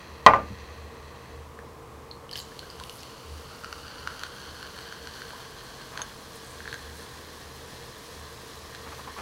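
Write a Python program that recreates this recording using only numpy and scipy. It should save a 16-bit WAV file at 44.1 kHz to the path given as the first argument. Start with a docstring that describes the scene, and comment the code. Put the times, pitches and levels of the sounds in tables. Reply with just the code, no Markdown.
"""At a table in a small humming room, a tall glass of ice is set down hard enough to overload the input.
An open can fizzes close by, then soda is poured in a thin stream. Struck glass and table are dying tones;
fizz is random clicks, coloured or sent through resonances. The ice cracks, shifts and bumps in short tones
and noise. Splashes ring the air above the drink, whose lowest pitch climbs as the glass fills; dull churns
are crowded clicks."""
import sys
import numpy as np
from scipy import signal
from scipy.fft import rfft, irfft, next_fast_len
from scipy.io import wavfile

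SR = 44100
rng = np.random.default_rng(int(sys.argv[2]) if len(sys.argv) > 2 else 0)


def materialize(psi):
    """Save the field psi as 16-bit PCM at rate SR to the path in sys.argv[1].

    A 1-D psi becomes a single channel; in a 2-D psi each row is a channel.
    """
    bounded = np.clip(np.atleast_2d(psi).T, -1, 1)
    quanta = np.round(bounded * 32767).astype(np.int16)
    wavfile.write(sys.argv[1], SR, quanta)


N = 406161  # length in samples
TIME = np.arange(N) / SR  # s


def gain_of(db):
    """Turns decibels into a plain multiplier."""
    return 10 ** (np.asarray(db) / 20)


def evened(x):
    """Scales x to an average strength (rms) of 1."""
    return x / np.sqrt(np.mean(x ** 2) + 1e-20)


def read(points, hz):
    """Reads a table over pitch, joining its points on a log-frequency axis."""
    f, value = np.transpose(points)
    return np.interp(np.log(hz + 1), np.log(f + 1), value)


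def curves(rows, before=None):
    """Turns each column after the first into a curve in time."""
    s, *columns = np.transpose(rows)
    return [np.interp(TIME, s, column, left=before) for column in columns]


def add(mix, s, sound):
    """Adds a sound into the mix from time s on, cut off at the end of the mix."""
    part = mix[round(s * SR):][:len(sound)]
    part += sound[:len(part)]


def coloured(x, spectrum):
    """Makes some pitches of x stronger than others, ending at rms 1."""
    size = next_fast_len(len(x))
    gain = gain_of(read(spectrum, np.fft.rfftfreq(size, 1 / SR)))
    return evened(irfft(rfft(x, size) * gain, size)[:len(x)])


def dying(x, t60s):
    """Lets each band of x die at its own speed; t60 is the time to fall by 60 dB."""
    hz, t, bands = signal.stft(x, SR, nperseg=256)
    fade = 10 ** (-3 * t / read(t60s, hz)[:, None])
    return signal.istft(bands * fade, SR, nperseg=256)[1][:len(x)]


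def fall(t, t60):
    """A smooth decay that drops by 60 dB in t60 seconds."""
    return np.exp(-np.log(1000) * t / t60)


def ring(t, hz, t60):
    """A pure tone that dies away like a struck object."""
    return np.sin(2 * np.pi * hz * t) * fall(t, t60)


def resonate(x, hz, width):
    """Two equal resonances in a row, each of this width and gain 1, that follow the pitch hz."""
    turn = np.exp(2j * np.pi * np.cumsum(hz * np.ones(len(x))) / SR)
    r = np.exp(-np.pi * width / SR)
    # shift the pitch down to zero, smooth there, then shift back up
    smooth = signal.lfilter([(1 - r) ** 2], [1, -2 * r, r * r], x / turn + 1e-18)
    return 2 * (turn * smooth).real


def pops(per_s, spread_db, size=N):
    """Random clicks, many small and a few large, at rms 1."""
    height = gain_of(spread_db * np.minimum(rng.exponential(1, size), 4))
    sign = rng.choice([-1, 1], size)
    return evened(height * sign * (rng.random(size) < per_s / SR))


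def swell(length):
    """A smooth rise and fall that stays above half height for the given length."""
    return signal.windows.hann(round(2 * length * SR))


def waver(per_s):
    """A random curve of rms 1 that takes a new direction per_s times a second."""
    knots = np.arange(0, TIME[-1] + 1, 1 / per_s)
    return evened(np.interp(TIME, knots, rng.standard_normal(len(knots))))


# Colour of the air noise: (frequency [Hz], relative level [dB per Hz])
AIR_NOISE = [(20, -19), (50, -3), (120, -7.5), (200, -6), (300, -7.5), (520, -7.5), (740, -11),
             (1150, -8.5), (1400, -16.5), (1900, -18), (2600, -23), (5000, -27), (10000, -32.5),
             (16000, -36.5)]
# Resonances of the fan's drone: (frequency [Hz], width [Hz], rms level [dB], before the deepest is varied)
FAN_DRONE = [(75.22, 6.77, -52), (127.85, 25, -57), (461.9, 50.2, -54.5), (1066.7, 239, -57)]
# Gain on the deepest drone: (time [s], level [dB])
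DEEP_DRONE_LEVEL = [(0, 3.5), (.6, 8), (1.6, -1.5), (3.0, -4), (3.35, 3), (5.05, -2), (5.45, -12.5),
                    (6.9, -1.5), (9.21, -1)]


def room(hiss_db=-48):
    """Steady air noise, and a fan's drone made by noise through resonances."""
    deepest, *upper = [gain_of(db) * evened(resonate(rng.standard_normal(N), hz, width))
                       for hz, width, db in FAN_DRONE]
    hiss = gain_of(hiss_db) * coloured(rng.standard_normal(N), AIR_NOISE)
    return gain_of(curves(DEEP_DRONE_LEVEL)[0]) * deepest + sum(upper) + hiss


# The open can fizzes close by until it is lifted away: (time [s], level [dB])
CAN_LEVEL = [(0, -50), (.25, -55), (.6, -50.5), (.9, -55.5), (1.3, -55), (1.45, -62.5), (1.7, -99)]
# Resonances of the can: (frequency [Hz], width [Hz], relative level [dB])
CAN_RESONANCES = [(1912, 440, 3.5), (2556, 480, 0.5), (3250, 486, -2.5), (4103, 860, -2.5),
                  (5900, 840, -10.5)]


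def can():
    """Fine bubbles burst inside the open can and excite its resonances."""
    bursts = pops(per_s=6500, spread_db=4.5)
    fizz = sum(gain_of(db) * resonate(bursts, hz, width) for hz, width, db in CAN_RESONANCES)
    return gain_of(curves(CAN_LEVEL)[0]) * evened(fizz)


# The base of the glass meets the table: (time [s], level [dB], contact time [s], rattle level [dB])
BASE_KNOCKS = [(.26338, 1.5, .00025, -13), (.2856, -15, .0004, -29), (.3355, -11.5, .0006, -24),
               (.34619, -21, .0009, -34)]
# Tones of glass and table top together: (frequency [Hz], level [dB], t60 [s]), before the knock's level
TABLE_TONES = [(75, -37, .9), (112, -33, .55), (208, -33, .5), (279, -29, .35), (330, -35, .25),
               (433, -25, .22), (559, -16, .18), (600, -17, .18), (772, -18, .18), (816, -27, .28),
               (854, -10, .12), (918, -17, .2), (1016, -4, .07), (1048, -3, .1), (1065, -2.5, .045),
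               (1083, -18, .2), (1192, -8.5, .24), (1370, -22, .2), (1499, -14, .125), (1925, -4.5, .06),
               (2024, -8, .035), (2430, -17, .085), (2640, -45, .6), (3166, -16, .036), (3820, -19, .04),
               (6350, -27, .035)]
# Colour of the ice jolted in the glass: (frequency [Hz], relative level [dB per Hz])
RATTLE_COLOUR = [(40, -21), (160, -19.5), (400, -12.5), (600, 0.5), (1100, -9.5), (1600, -15.5),
                 (2200, -16), (3500, -30.5), (6000, -36), (9000, -51), (16000, -48.5)]
# How fast that rattle dies: (frequency [Hz], t60 [s])
RATTLE_FADE = [(100, 0.71), (600, 0.21), (1500, 0.296), (4000, 0.223), (12000, 0.098)]


def set_down(rattle_rise_s=0.00036, crack_db=-1, crack_t60=0.0202, crack_hz=3300, crack_width_hz=4200):
    """Each blow rings glass and table and jolts the ice; a longer contact is duller."""
    out, t = np.zeros(N), np.arange(SR) / SR
    tones = [gain_of(db) * ring(t, hz, t60) for hz, db, t60 in TABLE_TONES]
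    tone_hz = np.transpose(TABLE_TONES)[0]
    for s, db, contact, rattle_db in BASE_KNOCKS:
        dulling = 1 / np.hypot(1, (tone_hz * contact) ** 2)
        body = dulling @ tones * (1 - np.exp(-t / .0005))
        rattle = dying(coloured(rng.standard_normal(SR), RATTLE_COLOUR), RATTLE_FADE)
        rattle *= 1 - np.exp(-t / rattle_rise_s)
        add(out, s, gain_of(db) * body + gain_of(rattle_db) * rattle)
    # only the first, hardest contact cracks brightly
    crack = rng.standard_normal(SR) * fall(t, crack_t60)
    crack = signal.sosfilt(signal.butter(2, 500, "highpass", fs=SR, output="sos"), crack)
    for _ in range(2):
        crack = resonate(crack, crack_hz, crack_width_hz)
    add(out, BASE_KNOCKS[0][0], gain_of(crack_db) * crack)
    return out


# Low tones of the table: (frequency [Hz], level [dB], t60 [s])
NUDGE_TONES = [(105, -34.5, 0.245), (197.4, -31, 0.1295), (270, -41, .1)]


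def nudge(at_s=.503, rise_s=0.0046):
    """The hand lets go: a soft push wakes only low tones of the table."""
    t = np.maximum(TIME - at_s, 0)
    tones = sum(gain_of(db) * ring(t, hz, t60) for hz, db, t60 in NUDGE_TONES)
    return (1 - np.exp(-t / rise_s)) * tones


# Air resonances above the rising drink: (time [s], first [Hz], second [Hz], third [Hz], fourth [Hz])
AIR_PITCHES = [(2.3, 1320, 3153, 4300, 5980), (3.7, 1417, 2883, 4517, 5740), (4.3, 1506, 3100, 4360, 5990),
               (5.3, 1582, 3163, 4342, 5900), (6.6, 1683, 3430, 4110, 6230), (9.2, 1765, 3363, 4100, 6100)]
# Their sharpness and strength, first to fourth: (width [Hz], gain [dB])
AIR_STRENGTHS = [(450, -2.5), (574, -0.5), (662, 0), (597, -8.5)]


def air_column(x):
    """Lets x excite each resonance of the air in the glass, lowest first."""
    return [gain_of(db) * resonate(x, hz, width)
            for hz, (width, db) in zip(curves(AIR_PITCHES), AIR_STRENGTHS)]


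# Ice cracks, most of all as the drink first hits it. Crunch levels are before the trims in ice():
# (time [s], ping level [dB], ping pitch [Hz], crunch level [dB])
ICE_CRACKS = [(1.5896, -29, 1697, -49), (2.1127, -25, 4250, -58), (2.293, -29.5, 3055, -44.5),
              (2.3128, -32.5, 4920, -30.5), (2.3295, -28, 4520, -36), (2.334, -22.5, 4460, -40),
              (2.356, -20, 3085, -31), (2.376, -25.5, 5000, -33.5), (2.3894, -25, 4490, -39.5),
              (2.4009, -25.5, 4093, -34.5), (2.592, -27, 4365, -30.5), (2.7014, -29, 4810, -42),
              (2.7993, -29.5, 1514, -34.5), (2.837, -28, 2915, -32), (2.8958, -26, 2970, -31),
              (3.0322, -40, 4400, -35.5)]
# Cubes bump in the rising drink: (time [s], plop level [dB], crunch level [dB], before the trims)
ICE_BUMPS = [(3.6373, -28.5, -43), (3.645, -22, -32.5), (3.7272, -22, -28.5), (4.0739, -14, -28.5),
             (4.194, -34.5, -31.5), (4.2135, -28, -36.5), (4.235, -18, -25), (4.628, -26, -32.5),
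             (4.788, -29, -32.5), (4.925, -24.5, -36), (5.0723, -27.5, -32), (5.219, -25, -36.5),
             (5.3056, -28.5, -38), (5.9752, -20, -28), (5.9929, -28, -33.5), (6.0176, -24, -30.5),
             (6.6044, -25.5, -48.5), (6.6557, -24, -45.5), (6.677, -21, -40), (6.7279, -20, -30.5),
             (6.742, -22, -29.5), (8.7488, -30, -33.5)]


def ice(ping_t60=0.01148, snap_t60=0.00935, plop_ratio=0.967, column_db=27, crunch_db=3,
        crack_snap_db=-5, bump_snap_db=-11, crunch_hz=3800, crunch_width_hz=4000,
        snap_hz=8000, snap_width_hz=9000):
    """A crack or bump is a short ping, a crunch and a bright snap, and kicks the air column."""
    out, kicks, t = np.zeros(N), np.zeros(N), np.arange(SR // 20) / SR
    fade = fall(t, snap_t60)
    plop_hz = plop_ratio * curves(AIR_PITCHES)[0]  # just under the first air resonance
    cracks = [(*row, crack_snap_db) for row in ICE_CRACKS]
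    bumps = [(s, db, plop_hz[round(s * SR)], force_db, bump_snap_db) for s, db, force_db in ICE_BUMPS]
    for s, db, hz, force_db, snap_db in cracks + bumps:
        crunch = resonate(fade * rng.standard_normal(len(t)), crunch_hz, crunch_width_hz)
        snap = resonate(fade * rng.standard_normal(len(t)), snap_hz, snap_width_hz)
        ping = gain_of(db) * ring(t, hz, ping_t60) * (1 - np.exp(-t / 0.00029))
        add(out, s, ping + gain_of(force_db + crunch_db) * crunch + gain_of(force_db + snap_db) * snap)
        add(kicks, s, gain_of([force_db + column_db]))
    return out + sum(air_column(kicks)[1:])  # the kicks sound all but the lowest resonance


# How fast the room's echo dies: (frequency [Hz], t60 [s])
ECHO_FADE = [(200, 0.42), (2000, 0.273), (6000, 0.214), (14000, 0.12)]


def echo(x, delay_s=.006):
    """The short, diffuse answer of a small room: x smeared by a dying noise."""
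    tail = dying(rng.standard_normal(SR // 2), ECHO_FADE)
    tail = np.r_[np.zeros(round(delay_s * SR)), tail / np.linalg.norm(tail)]
    return signal.oaconvolve(x, tail)[:N]


POUR_AT = 2.32  # the stream reaches the ice [s]
# Colour of bursting foam: (frequency [Hz], relative level [dB per Hz])
FOAM_COLOUR = [(300, -13.5), (1000, -1), (2400, 1), (3800, 4.5), (5200, 4), (7200, -1.5), (8400, -4),
               (9400, -2.5), (12000, -7), (16000, -10.5)]


def foam(start_db=-56, full_db=-50.5, build_s=3.15, waver_db=0.6552, spit_db=-18.0, crackle_db=-13):
    """Foam bubbles burst in the open; the fizz grows as the head of foam builds."""
    age = TIME - POUR_AT
    level_db = full_db + (start_db - full_db) * np.exp(-np.maximum(age, 0) / build_s)
    level = (age > 0) * gain_of(level_db + waver_db * waver(per_s=17))
    fizz = coloured(pops(per_s=7000, spread_db=2.0), FOAM_COLOUR)
    # larger bubbles, at nine pitches
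    crackle = evened(sum(resonate(pops(per_s=30, spread_db=2.0), hz, 970)
                         for hz in np.geomspace(2200, 13000, 9)))
    # drops flung clear of the foam
    spits = evened(resonate(pops(per_s=38, spread_db=2.5), 11000, 9800))
    return level * (fizz + gain_of(spit_db) * spits + gain_of(crackle_db) * crackle)


# The stream splashes on bare ice, then plunges into the drink and is muffled by foam. Levels are
# before the trims in stream(): (time [s], splash level [dB], gurgle level [dB])
STREAM_LEVELS = [(2.32, -59.5, -70), (2.8, -56, -59.5), (3.2, -55, -62.5), (3.7, -53, -52),
                 (4.0, -48.5, -50), (4.3, -49.5, -50), (5.7, -50.5, -52.5), (6.2, -55, -56.5),
                 (7.0, -55, -54), (8.3, -58, -57), (9.21, -52.5, -53)]


def stream(splash_db=-2.5, gurgle_db=-0.5, tick_db=-6, waver_db=1.52):
    """Droplets and bubbles of the unsteady stream sound the air column; the chilled ice ticks."""
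    flow = gain_of(waver_db * waver(per_s=17))
    splash_level, gurgle_level = flow * gain_of(curves(STREAM_LEVELS, before=-120))
    lowest, *upper = air_column(pops(per_s=3000, spread_db=3.0))
    ticks = evened(sum(air_column(pops(per_s=34, spread_db=0.85))))
    splash = gain_of(splash_db) * evened(sum(upper))
    gurgle = gain_of(gurgle_db) * evened(lowest) + gain_of(tick_db) * ticks
    return splash_level * splash + gurgle_level * gurgle


# Patches of foam crackle and sizzle, timed at their middle:
# (time [s], length [s], pitch [Hz], width [Hz], level before the swell [dB])
SIZZLE_PATCHES = [(2.364, .04, 4000, 3800, -44), (2.386, 0.036, 11500, 6000, -46.5),
                  (2.416, .05, 7140, 1200, -49.5), (2.921, .15, 10600, 4990, -55.5),
                  (2.999, 0.0267, 5000, 3000, -48.5), (4.201, 0.99, 9480, 1100, -69),
                  (6.365, 0.023, 9000, 4500, -53.5), (6.495, 0.073, 8300, 2200, -52),
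                  (6.697, 0.0454, 3890, 1200, -47.5), (6.992, 0.128, 9250, 4500, -56.5)]


def sizzles():
    """Tiny bubbles of like size burst together, near one pitch."""
    out = np.zeros(N)
    for s, length, hz, width, db in SIZZLE_PATCHES:
        shape = swell(length)
        bursts = pops(per_s=400, spread_db=4.0, size=len(shape))
        add(out, s - length, gain_of(db) * shape * evened(resonate(bursts, hz, width)))
    return out


# Bubbles trapped by the stream: (time [s], level before decay [dB], starting pitch [Hz])
TRAPPED_BUBBLES = [(2.33, -42, 1698), (2.357, -41.5, 1652), (2.518, -43, 1657), (2.629, -39.5, 1500),
                   (2.809, -36, 978), (5.334, -36.5, 968), (8.927, -35.5, 1055), (8.995, -38, 1029),
                   (9.075, -32, 1005), (9.165, -35.5, 1073)]


def bubbles(t60=0.059, bend=3.86):
    """A bubble rings and climbs in pitch as it nears the surface."""
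    out, t = np.zeros(N), np.arange(SR // 10) / SR
    for s, db, hz in TRAPPED_BUBBLES:
        # the heard pitch is hz * (1 + 2 * bend * t)
        add(out, s, gain_of(db) * ring(t, hz * (1 + bend * t), t60))
    return out


# Dull churns in the glass: the ice shifts near 6 s, the drink glugs at the end. Timed at the middle:
# (time [s], length [s], level before the swell [dB])
CHURNS = [(5.954, .05, -42.5), (5.999, 0.033, -39.5), (8.87, .035, -43), (8.93, 0.0195, -41),
          (9.001, 0.0336, -45), (9.081, 0.014, -42), (9.19, 0.0328, -39)]
# Colour of the churns: (frequency [Hz], relative level [dB per Hz])
CHURN_COLOUR = [(80, -49), (200, -13), (500, -6), (820, -5.5), (1030, -2), (1280, -2), (1450, -9),
                (2400, -13), (5000, -31), (16000, -47)]


def churns():
    """Dull churns in the glass, from shifting ice or glugging drink: crowded clicks that swell and fade."""
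    out = np.zeros(N)
    for s, length, db in CHURNS:
        shape = swell(length)
        clicks = pops(per_s=1000, spread_db=3.5, size=len(shape))
        add(out, s - length, gain_of(db) * shape * coloured(clicks, CHURN_COLOUR))
    return out


# A cube taps the wall of the glass: (time [s], level [dB])
WALL_TAPS = [(5.974, -48), (6.0176, -29.5)]
# Tones of the wall: (frequency [Hz], level added to the tap's [dB], t60 [s])
WALL_TONES = [(2200, -31, 0.18), (3640, -11.5, 0.06), (6410, 5, 0.0382), (10100, -14.5, 0.074)]


def clinks():
    """The wall of the glass rings briefly, damped by drink and ice."""
    out, t = np.zeros(N), np.arange(SR // 4) / SR
    for s, db in WALL_TAPS:
        add(out, s, sum(gain_of(db + tone_db) * ring(t, hz, t60) for hz, tone_db, t60 in WALL_TONES))
    return out


def scene():
    """Adds up all sounds; only those of the drink and its ice get an echo."""
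    drink = ice() + foam() + stream() + sizzles() + bubbles() + churns()
    glass = set_down() + nudge() + clinks()
    return (room() + can() + glass + drink + gain_of(-9) * echo(drink))[None]


def record(dry, edge_hz=15870):
    """The input overloads with a rounded knee; then the highest treble is cut."""
    clipped = dry / (1 + dry ** 8) ** (1 / 8)
    lowpass = signal.firwin(511, edge_hz, window=("kaiser", 9), fs=SR)
    return signal.oaconvolve(clipped, lowpass[None], "same")


dry = scene()
out = record(dry)
materialize(out)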